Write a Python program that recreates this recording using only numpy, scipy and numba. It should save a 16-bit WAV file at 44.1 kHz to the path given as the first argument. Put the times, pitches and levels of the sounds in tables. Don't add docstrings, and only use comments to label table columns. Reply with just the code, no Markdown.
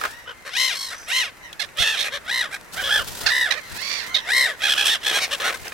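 import sys
import numpy as np
from scipy import signal
from scipy.fft import rfft, irfft, next_fast_len
from scipy.io import wavfile
from scipy.ndimage import uniform_filter1d
from numba import njit

SR = 44100
rng = np.random.default_rng(int(sys.argv[2]) if len(sys.argv) > 2 else 0)


def bounce(signal):
    frames = np.transpose(np.atleast_2d(signal))
    limited = np.clip(frames, -1, 1)
    pcm = np.round(limited * 32767).astype(np.int16)
    wavfile.write(sys.argv[1], SR, pcm)


N = 252693
TIME = np.arange(N) / SR

# frequency_hz, level_db
AIR_SPECTRUM = [(15, -41), (25, -1.5), (69, 1), (215, -2.5), (552, -1.5), (871, -2.5), (1900, -1),
                (2700, -7), (3260, -18), (5730, -17), (6550, -16), (13900, -21), (15500, -35)]
# time_s, level_db
AIR_LEVELS = [(0, -49.5), (1.4, -47), (2.6, -44.5), (5.73, -45.5)]
# frequency_hz, level_db
RUMBLE_SPECTRUM = [(20, -8), (70, 0), (130, -8), (300, -25), (1500, -70)]
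# time_s, level_db
FLOCK_LEVELS = [(0, -33), (.14, -39.5), (.3, -53), (1.0, -43), (1.33, -76), (1.45, -36.5), (1.56, -51),
                (1.72, -59), (2.2, -49.5), (2.65, -58), (4.1, -35.5), (4.56, -47), (5.73, -51)]
# time_s, level_db
RUSTLE_LEVELS = [(0, -41.5), (.09, -41.5), (.25, -57), (2.71, -55.5), (2.73, -34.5), (3.04, -37),
                 (3.2, -31.5), (3.52, -48.5), (3.68, -44), (3.75, -38.5), (4.1, -43), (4.23, -51),
                 (4.56, -52), (4.7, -36.5), (5.0, -46), (5.2, -44), (5.6, -42.5), (5.73, -41)]
# frequency_hz, level_db
RUSTLE_SPECTRUM = [(120, -10.5), (200, -9.5), (534, -11), (575, -11), (923, -8.5), (1280, -18), (1380, -6),
                   (1510, -7), (1650, -17.5), (3820, -10), (15500, -17.5)]
# start_s, peak_db, ring_hz, decay_s (time to fade by 60 dB)
GRAVEL_TICKS = [(0.013, -14.5, 1330, 0.044), (.037, -10, 1370, 0.054), (0.052, -11.5, 1330, 0.058),
                (0.205, -45, 2500, .015), (1.529, -21.5, 3410, 0.02), (1.689, -33, 2220, 0.022),
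                (1.773, -19, 9000, .004), (2.725, -28.5, 4120, 0.012), (5.4, -20, 1850, .025),
                (5.681, -18.5, 5700, 0.0061)]
# middle_s, level_db, length_s
WING_FLAPS = [(.05, -31, 0.019), (.075, -49, 0.011), (1.03, -39, 0.0052), (4.88, -35.5, 0.053),
              (5.09, -36, 0.02), (5.16, -29, 0.059), (5.32, -42.5, 0.03), (5.41, -41, 0.023),
              (5.48, -30.5, 0.055), (5.675, -34, 0.017)]
# frequency_hz, level_db
FLAP_SPECTRUM = [(100, -28), (300, -8), (550, 0.5), (1400, -6), (2300, 0), (4000, -12), (8000, -20),
                 (15000, -22)]
# trill_hz, trill_depth (0-1), low_hz, high_hz, width_hz, middle_db,
# top_db (these five set the throat's resonances), pan_db (left minus right)
ARCHED_CALLS = [ (.296, 0.05, 0.045, 504, -36.5, -2, 0.3, 55.7, 0.82, 1320, 3070, 447, -16.5, -23, 0),
                (0.468, 0.025, 0.056, 590, -31, -5.5, 0.65, 71, 0.79, 1740, 4070, 1110, -11, -1, 3),
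                (.634, 0.15, 0.16, 1035, -23, 3, 0.3, 62.5, .55, 2190, 3360, 1520, -3, -6, 4.5),
                (.814, .17, .19, 1077, -40.5, 10.5, 0.24, 52.1, 0.75, 1590, 4150, 1250, -25, -1, 1),
                (.932, 0.037, 0.033, 701, -31.5, -13, 0.65, 51.5, 0.6, 1700, 4340, 846, -17, 12, 1),
                (1.002, 0.16, .14, 1017, -55.5, 10.5, 0.48, 61.3, 0.75, 2000, 5870, 504, -20, -6, 1),
                (1.09, 0.019, 0.05, 698, -31, -2.5, 0.42, 60, 0.45, 2020, 3320, 1317, 5, 9, 0),
                (1.17, 0.11, 0.14, 1021, -22.5, 1.5, 0.29, 59.7, 0.33, 2120, 3170, 1420, 3.5, -6, -1),
                (1.813, 0.053, 0.061, 708, -25, 7.5, 0.2, 79, 0.55, 1950, 3250, 805, -5, -11.5, -7.5),
                (1.878, 0.13, 0.16, 885.4, -24.5, 4.5, 0.5, 57, 0.47, 1890, 3070, 1083, -3.5, -9, -1.5),
                (2.013, 0.066, 0.055, 867, -26, 6.5, 0.6, 56.7, 0.82, 2280, 3540, 970, -13, -9.5, -7.5),
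                (2.061, 0.035, 0.046, 826, -24, -3.5, 0.58, 72.4, 0.62, 2120, 3400, 1202, 7, 1, 0),
                (2.157, 0.064, 0.038, 584.4, -29, -0.5, 0.45, 65, 0.51, 1820, 3350, 1030, -36, -9.5, 1),
                (2.364, 0.13, 0.14, 1001, -22.5, -1.5, 0.2, 61.6, .8, 1790, 3750, 700, -40, -9, 0),
                (2.547, 0.052, 0.035, 808, -28, -6, 0.35, 60, 0.86, 1850, 3380, 940, -16, 1, -2),
                (2.797, 0.052, 0.048, 776, -25, -5.5, 0.38, 62, 0.59, 1700, 3260, 583, -18, -20, -5),
                (2.862, 0.064, 0.072, 560, -30.5, 6, 0.25, 58.2, 0.68, 1580, 3240, 500, -13, -18, 1),
                (2.946, 0.09, 0.1, 852, -20, -0.5, 0.33, 59.9, 0.71, 1590, 3290, 440, -20, -12, -1.5),
                (3.37, 0.17, 0.21, 980.6, -20.5, -5, 0.15, 65.1, 0.73, 1777, 3650, 460, -28, -9, -1),
                (3.58, 0.045, 0.033, 615, -31.5, -8.5, 0.13, 56.4, 0.47, 1960, 3880, 1090, -13, -16, -16),
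                (3.67, 0.074, 0.16, 680, -47.5, 0, 0.04, 62.6, 0.44, 1880, 4030, 897, -22, -24, 2),
                (3.931, .27, 0.18, 1153, -29.5, 2, 0.68, 71.6, 0.32, 2080, 4300, 1250, -5, -23, -44),
                (4.384, .15, .175, 1047, -17, -4, 0.27, 65.5, .62, 1930, 3900, 506, -32, -5, 0),
                (4.656, 0.069, 0.064, 831, -22, 2.5, 0.26, 64, 0.76, 1900, 3280, 850, 3.5, -9.5, -4),
                (4.711, 0.053, 0.061, 840.5, -25.5, 8, 0.33, 71, 0.98, 1640, 3220, 720, -19, -9.5, -2),
                (4.798, .06, 0.09, 839, -23.5, 5, 0.42, 64.6, 0.75, 1730, 2920, 900, -19, -9.5, -4.5),
                (4.871, 0.041, 0.06, 850, -30.5, 13.5, 0.46, 71.8, 0.83, 1860, 3160, 920, -23, -2.5, -1),
                (4.92, 0.073, 0.065, 909.5, -23, 5, 0.42, 60.9, 0.49, 1890, 3320, 906, -13, -9, -2.5),
                (5.083, 0.079, 0.08, 844, -25, 5.5, 0.49, 63, 0.96, 1910, 3230, 860, -9, -7.5, -1),
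                (5.161, 0.058, 0.057, 805, -21.5, 0, 0.51, 70.2, 0.43, 1990, 3150, 1420, -11, -1.5, -0.5),
                (5.229, 0.049, 0.051, 753, -23, -1.5, 0.6, 56, 0.23, 2380, 3870, 1740, -10, -2, -0.5),
                (5.334, 0.042, 0.038, 590.4, -26, 4, 0.2, 56.3, 0.71, 1800, 3010, 1040, -7, -6, 2),
                (5.406, .014, 0.057, 567, -29.5, 0, 0.38, 50.3, 0.74, 1680, 3100, 1280, -17, -6, 0),
                (5.471, 0.067, 0.057, 721, -20.5, -5, 0.6, 76.8, 0.48, 1760, 3130, 1294, -3, -2.5, -0.5),
                (5.547, 0.043, 0.023, 511, -29.5, -7, 0, 62.3, 0.99, 1700, 3230, 1280, -18, 4, 3),
                (5.664, .04, 0.044, 896, -41, -20, 0.83, 66.4, 0.35, 2019, 3250, 1494, -16, -11, -12),
                (5.73, 0.017, 0.028, 596, -28.5, -18, 0.5, 65, 0, 1920, 3180, 1480, -35, 3, -3), ]
# start_s, length_s, first_hz, level_db, bright_db, roughness (0-1),
# then the same voice columns as the calls
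SHORT_YELPS = [ (1.591, 0.069, 920, -21, 1.5, 0.23, 48, 0.78, 2030, 4000, 920, -7, -9, -12.5),
               (3.257, 0.076, 957, -18, 2, 0.48, 39, 0.6, 1840, 4400, 1250, -3, -29, -14),
               (3.503, 0.057, 1032, -15, -1, 0.48, 65.5, 0.9, 2100, 3930, 1080, -9, -13, -14),
               (4.139, .072, 807, -24, 10, .08, 48.9, .75, 2190, 3950, 704, -16, -22, -11.5), ]
# middle_s, level_db, length_s
WIND_PUFFS = [(1.805, -22, 0.0062), (1.825, -35, 0.0089), (2.31, -50, 0.013), (2.77, -50.5, 0.033),
              (2.89, -44, 0.064), (3.02, -36.5, 0.039), (3.12, -42.5, 0.04), (3.25, -34, 0.015),
              (3.73, -38, 0.019), (5.62, -45, 0.052)]
# frequency_hz, level_db
PUFF_SPECTRUM = [(20, -10), (55, 14), (150, 3), (300, -6), (700, -9), (3000, -66)]

TOP_HZ = 15900
OPPOSITE = np.array([[1], [-1]])


def undb(db):
    return 10 ** (np.asarray(db) / 20)


def curve(rows):
    return np.interp(TIME, *np.transpose(rows))


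def unit(x):
    return x / np.sqrt(np.mean(x ** 2) + 1e-18)


def shape(x, response):
    n = x.shape[-1]
    size = next_fast_len(n + 2048)
    hz = np.arange(size // 2 + 1) * SR / size + 1e-3
    return irfft(rfft(x, size) * response(hz), size)[..., :n]


def colour(x, spectrum):
    hz, db = np.transpose(spectrum)
    return unit(shape(x, lambda f: undb(np.interp(np.log(f), np.log(hz), db))))


def wander(n, rate_hz):
    return unit(shape(rng.standard_normal(n), lambda f: 1 / (1 + (f / rate_hz) ** 4)))


def place(x, pan_db):
    return x * unit(undb(OPPOSITE * pan_db / 2))


def stereo_noise(side):
    common, differing = rng.standard_normal((2, N))
    return common + side * differing * OPPOSITE


def swells(rows):
    return sum(undb(db) / (1 + ((TIME - middle_s) / length_s) ** 2 / 2) ** 2
               for middle_s, db, length_s in rows)


def open_air():
    hush = colour(stereo_noise(side=.66), AIR_SPECTRUM)
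    return hush * undb(curve(AIR_LEVELS) + .5 * wander(N, 15))


def wind_rumble():
    rumble = colour(rng.standard_normal(N), RUMBLE_SPECTRUM) * undb(-60 + 2.5 * wander(N, 5))
    return place(rumble, pan_db=7) * OPPOSITE


def far_flock(count=26):
    out = np.zeros((2, N))
    for k, (when, pitch, length, side) in enumerate(rng.random((count, 4))):
        crest_s = (k + when - .5) * TIME[-1] / (count - 1)
        along = (TIME - crest_s) / (.17 + .07 * length)
        on = np.abs(along) < 1
        drop = along[on] ** 2
        trill = np.cos(2 * np.pi * (56 + 10 * length) * TIME[on])
        hz = (930 + 150 * pitch) * (1 - .55 * drop + .032 * trill)
        phase = 2 * np.pi * np.cumsum(hz) / SR
        tone = np.sin(2 * phase) + undb(-11.5) * sum(np.sin(h * phase) for h in (1, 3, 4, 6))
        out[:, on] += place(tone * (1 - drop) * (1 + .14 * trill), pan_db=8 * (side - .5))
    return unit(out + 1.4 * echoes(out, decay_s=.38, dull_hz=5040)) * undb(curve(FLOCK_LEVELS))


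def echoes(x, decay_s, dull_hz, length_s=.5, channels=2):
    t = TIME[:int(length_s * SR)]
    tail = rng.standard_normal((channels, len(t))) * undb(-60 * t / decay_s) * (t > .001)
    tail = shape(tail, lambda f: 1 / (1 + 1j * f / dull_hz))
    return signal.fftconvolve(x, unit(tail) / np.sqrt(len(t)), axes=1)[:, :x.shape[1]]


def rustle():
    crackles = unit(stereo_noise(side=.6) * undb(2.7 * rng.exponential(size=N)))
    return colour(crackles, RUSTLE_SPECTRUM) * undb(curve(RUSTLE_LEVELS) + 3.08 * wander(N, 54))


def gravel():
    out = np.zeros((2, N))
    for start_s, peak_db, hz, decay_s in GRAVEL_TICKS:
        first = int(start_s * SR)
        t = TIME[:min(SR // 20, N - first)]
        noise = rng.standard_normal(len(t)) + 2.6 * rng.standard_normal((2, len(t)))
        burst = noise * undb(-60 * t / decay_s)
        width_hz = .25 * hz
        tick = shape(burst, lambda f: 1 / (1 + 1j * (f * f - hz * hz) / (f * width_hz)))
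        out[:, first:first + len(t)] += undb(peak_db) * tick / np.abs(tick).max()
    return out


def wings():
    whooshes = colour(stereo_noise(side=.4), FLAP_SPECTRUM) * swells(WING_FLAPS)
    return whooshes * undb(3.5 * wander(N, 160))


def call(crest_s, rise_s, fall_s, crest_hz, level_db, bright_db, roughness, *voice):
    t = span(crest_s - rise_s, crest_s + fall_s)
    rising = t < crest_s
    along = (t - crest_s) / np.where(rising, rise_s, fall_s)
    away = np.abs(along)
    slack_hz = np.minimum(np.where(rising, 558.4, 443), .73 * crest_hz)
    arch = np.exp(-(away / .72) ** 2.8)
    jump = 1 / (1 + (away / .45) ** 20)
    hz = slack_hz + (crest_hz - slack_hz) * (.75 * arch + .25 * jump)
    fade_db = np.where(rising, 31.5, 28) * away ** 2.61
    dulling_db = 6 * away ** 2
    return gull(t, crest_s, hz, level_db - fade_db, bright_db - dulling_db, roughness + .15 * along, voice)


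def span(start_s, end_s):
    return TIME[max(int(start_s * SR), 0):int(end_s * SR)]


def gull(t, burst_s, hz, level_db, bright_db, roughness, voice):
    trill_hz, trill_depth, low_hz, high_hz, width_hz, middle_db, top_db, pan_db = voice
    cycles = trill_hz * (t - burst_s) + .03 * wander(len(t), 25)
    pinch = np.abs(np.sin(np.pi * cycles))
    gap = min(trill_depth, .97) * pinch ** (7.5 * (1.5 - trill_depth))
    pitch_sag = 1 + .18 * (.15 - trill_depth * pinch ** 4)
    pulses = syrinx(t, hz * pitch_sag, np.clip(roughness, 0, 1), gap)
    opening = (hz / hz.max()) ** .24
    low = throat(pulses, opening, [(low_hz, .97 * width_hz, 0), (1400, 330, -9), (530, 210, -5)])
    high = throat(pulses, opening, [
        (high_hz, 1.23 * width_hz, 0), (2650, 380, middle_db), (5200, 1100, top_db / 2 - 6),
        (8200, 1900, top_db - 8), (10900, 2800, top_db - 10.5), (14000, 2600, top_db - 17)])
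    trill = unit(1 - gap) * undb(1.2 * wander(len(t), 35))
    soft_ends = np.clip(np.minimum(t - t[0], t[-1] - t) / .007, 0, 1)
    cry = place((low + undb(bright_db) * high) * undb(level_db) * trill * soft_ends, pan_db)
    first = np.searchsorted(TIME, t[0])
    return np.pad(cry + ground_bounce(cry), ((0, 0), (first, N - first - len(t))))


def syrinx(t, hz, roughness, gap):
    n = len(t)
    ragged = roughness * (1 + 1.23 * gap)
    hz = hz * (1 + .01 * wander(n, 130) + .052 * ragged * wander(n, 400))
    phase = 2 * np.pi * np.cumsum(hz) / SR
    harmonics = np.arange(1, 33)[:, None]
    lowest_gain = undb(-3 * (hz / 1000) ** 2)
    weights = (harmonics * hz < TOP_HZ) * np.where(harmonics == 1, lowest_gain, 1)
    lag_rad = .42 * harmonics ** 2
    pulses = unit(np.sum(np.cos(harmonics * phase - lag_rad) * weights, axis=0))
    uneven = .5 * np.cos(phase / 2) + .4 * np.cos(phase / 3) + .5 * wander(n, 450)
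    breath = unit(rng.standard_normal(n) * (1 + np.cos(phase)))
    return pulses * (1 + ragged * uneven) + .55 * ragged * breath


def throat(x, opening, resonances):
    sound = 0
    for centre_hz, width_hz, level_db in resonances:
        hz, width_hz = centre_hz * opening, float(width_hz)
        sound += undb(level_db) * ring(ring(x, hz, width_hz), hz, width_hz)
    power = np.abs(uniform_filter1d(sound ** 2, size=900))
    return sound / np.sqrt(power + 1e-12)


@njit
def ring(x, hz, width_hz):
    y, band, low = np.empty(len(x)), 0., 0.
    for i in range(len(x)):
        tuning, damping = np.tan(np.pi * hz[i] / SR), width_hz / hz[i]
        swing = (band + tuning * (x[i] - low)) / (1 + tuning * (tuning + damping))
        band, low = 2 * swing - band, low + 2 * tuning * swing
        y[i] = damping * swing
    return y


def ground_bounce(cry):
    mono = cry.mean(axis=0, keepdims=True)
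    return undb(-11) * echoes(mono, decay_s=.011, dull_hz=9000, length_s=.02, channels=1) * OPPOSITE


def yelp(start_s, length_s, first_hz, level_db, bright_db, roughness, *voice):
    t = span(start_s, start_s + length_s)
    age_s, attack_s = t - t[0], .0084
    fade_db = 21.5 * ((age_s / length_s) ** 1.46 + np.exp(-2 * age_s / attack_s))
    hz = first_hz / 2 ** (.92 * age_s / length_s)
    burst_s = start_s + .5 / voice[0]
    return gull(t, burst_s, hz, level_db - fade_db, bright_db, roughness, voice)


def wind_puffs():
    puffs = colour(rng.standard_normal(N), PUFF_SPECTRUM) * swells(WIND_PUFFS)
    return place(puffs, pan_db=7) * OPPOSITE


def scene():
    calls = sum(call(*row) for row in ARCHED_CALLS)
    yelps = sum(yelp(*row) for row in SHORT_YELPS)
    near = calls + yelps + wings() + gravel()
    rocks = undb(-13) * echoes(near, decay_s=.053, dull_hz=9000)
    bank = undb(-31.5) * echoes(near, decay_s=.94, dull_hz=3000)
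    return near + rocks + bank + far_flock() + rustle() + wind_puffs() + open_air() + wind_rumble()


def record(dry):
    lag_s = 1.9e-5
    left = shape(dry[0], lambda f: np.exp(-2j * np.pi * f * lag_s))
    treble_cut = signal.ellip(8, .1, 60, TOP_HZ, fs=SR, output="sos")
    return signal.sosfiltfilt(treble_cut, np.array([left, dry[1]]))


dry = scene()
out = record(dry)
bounce(out)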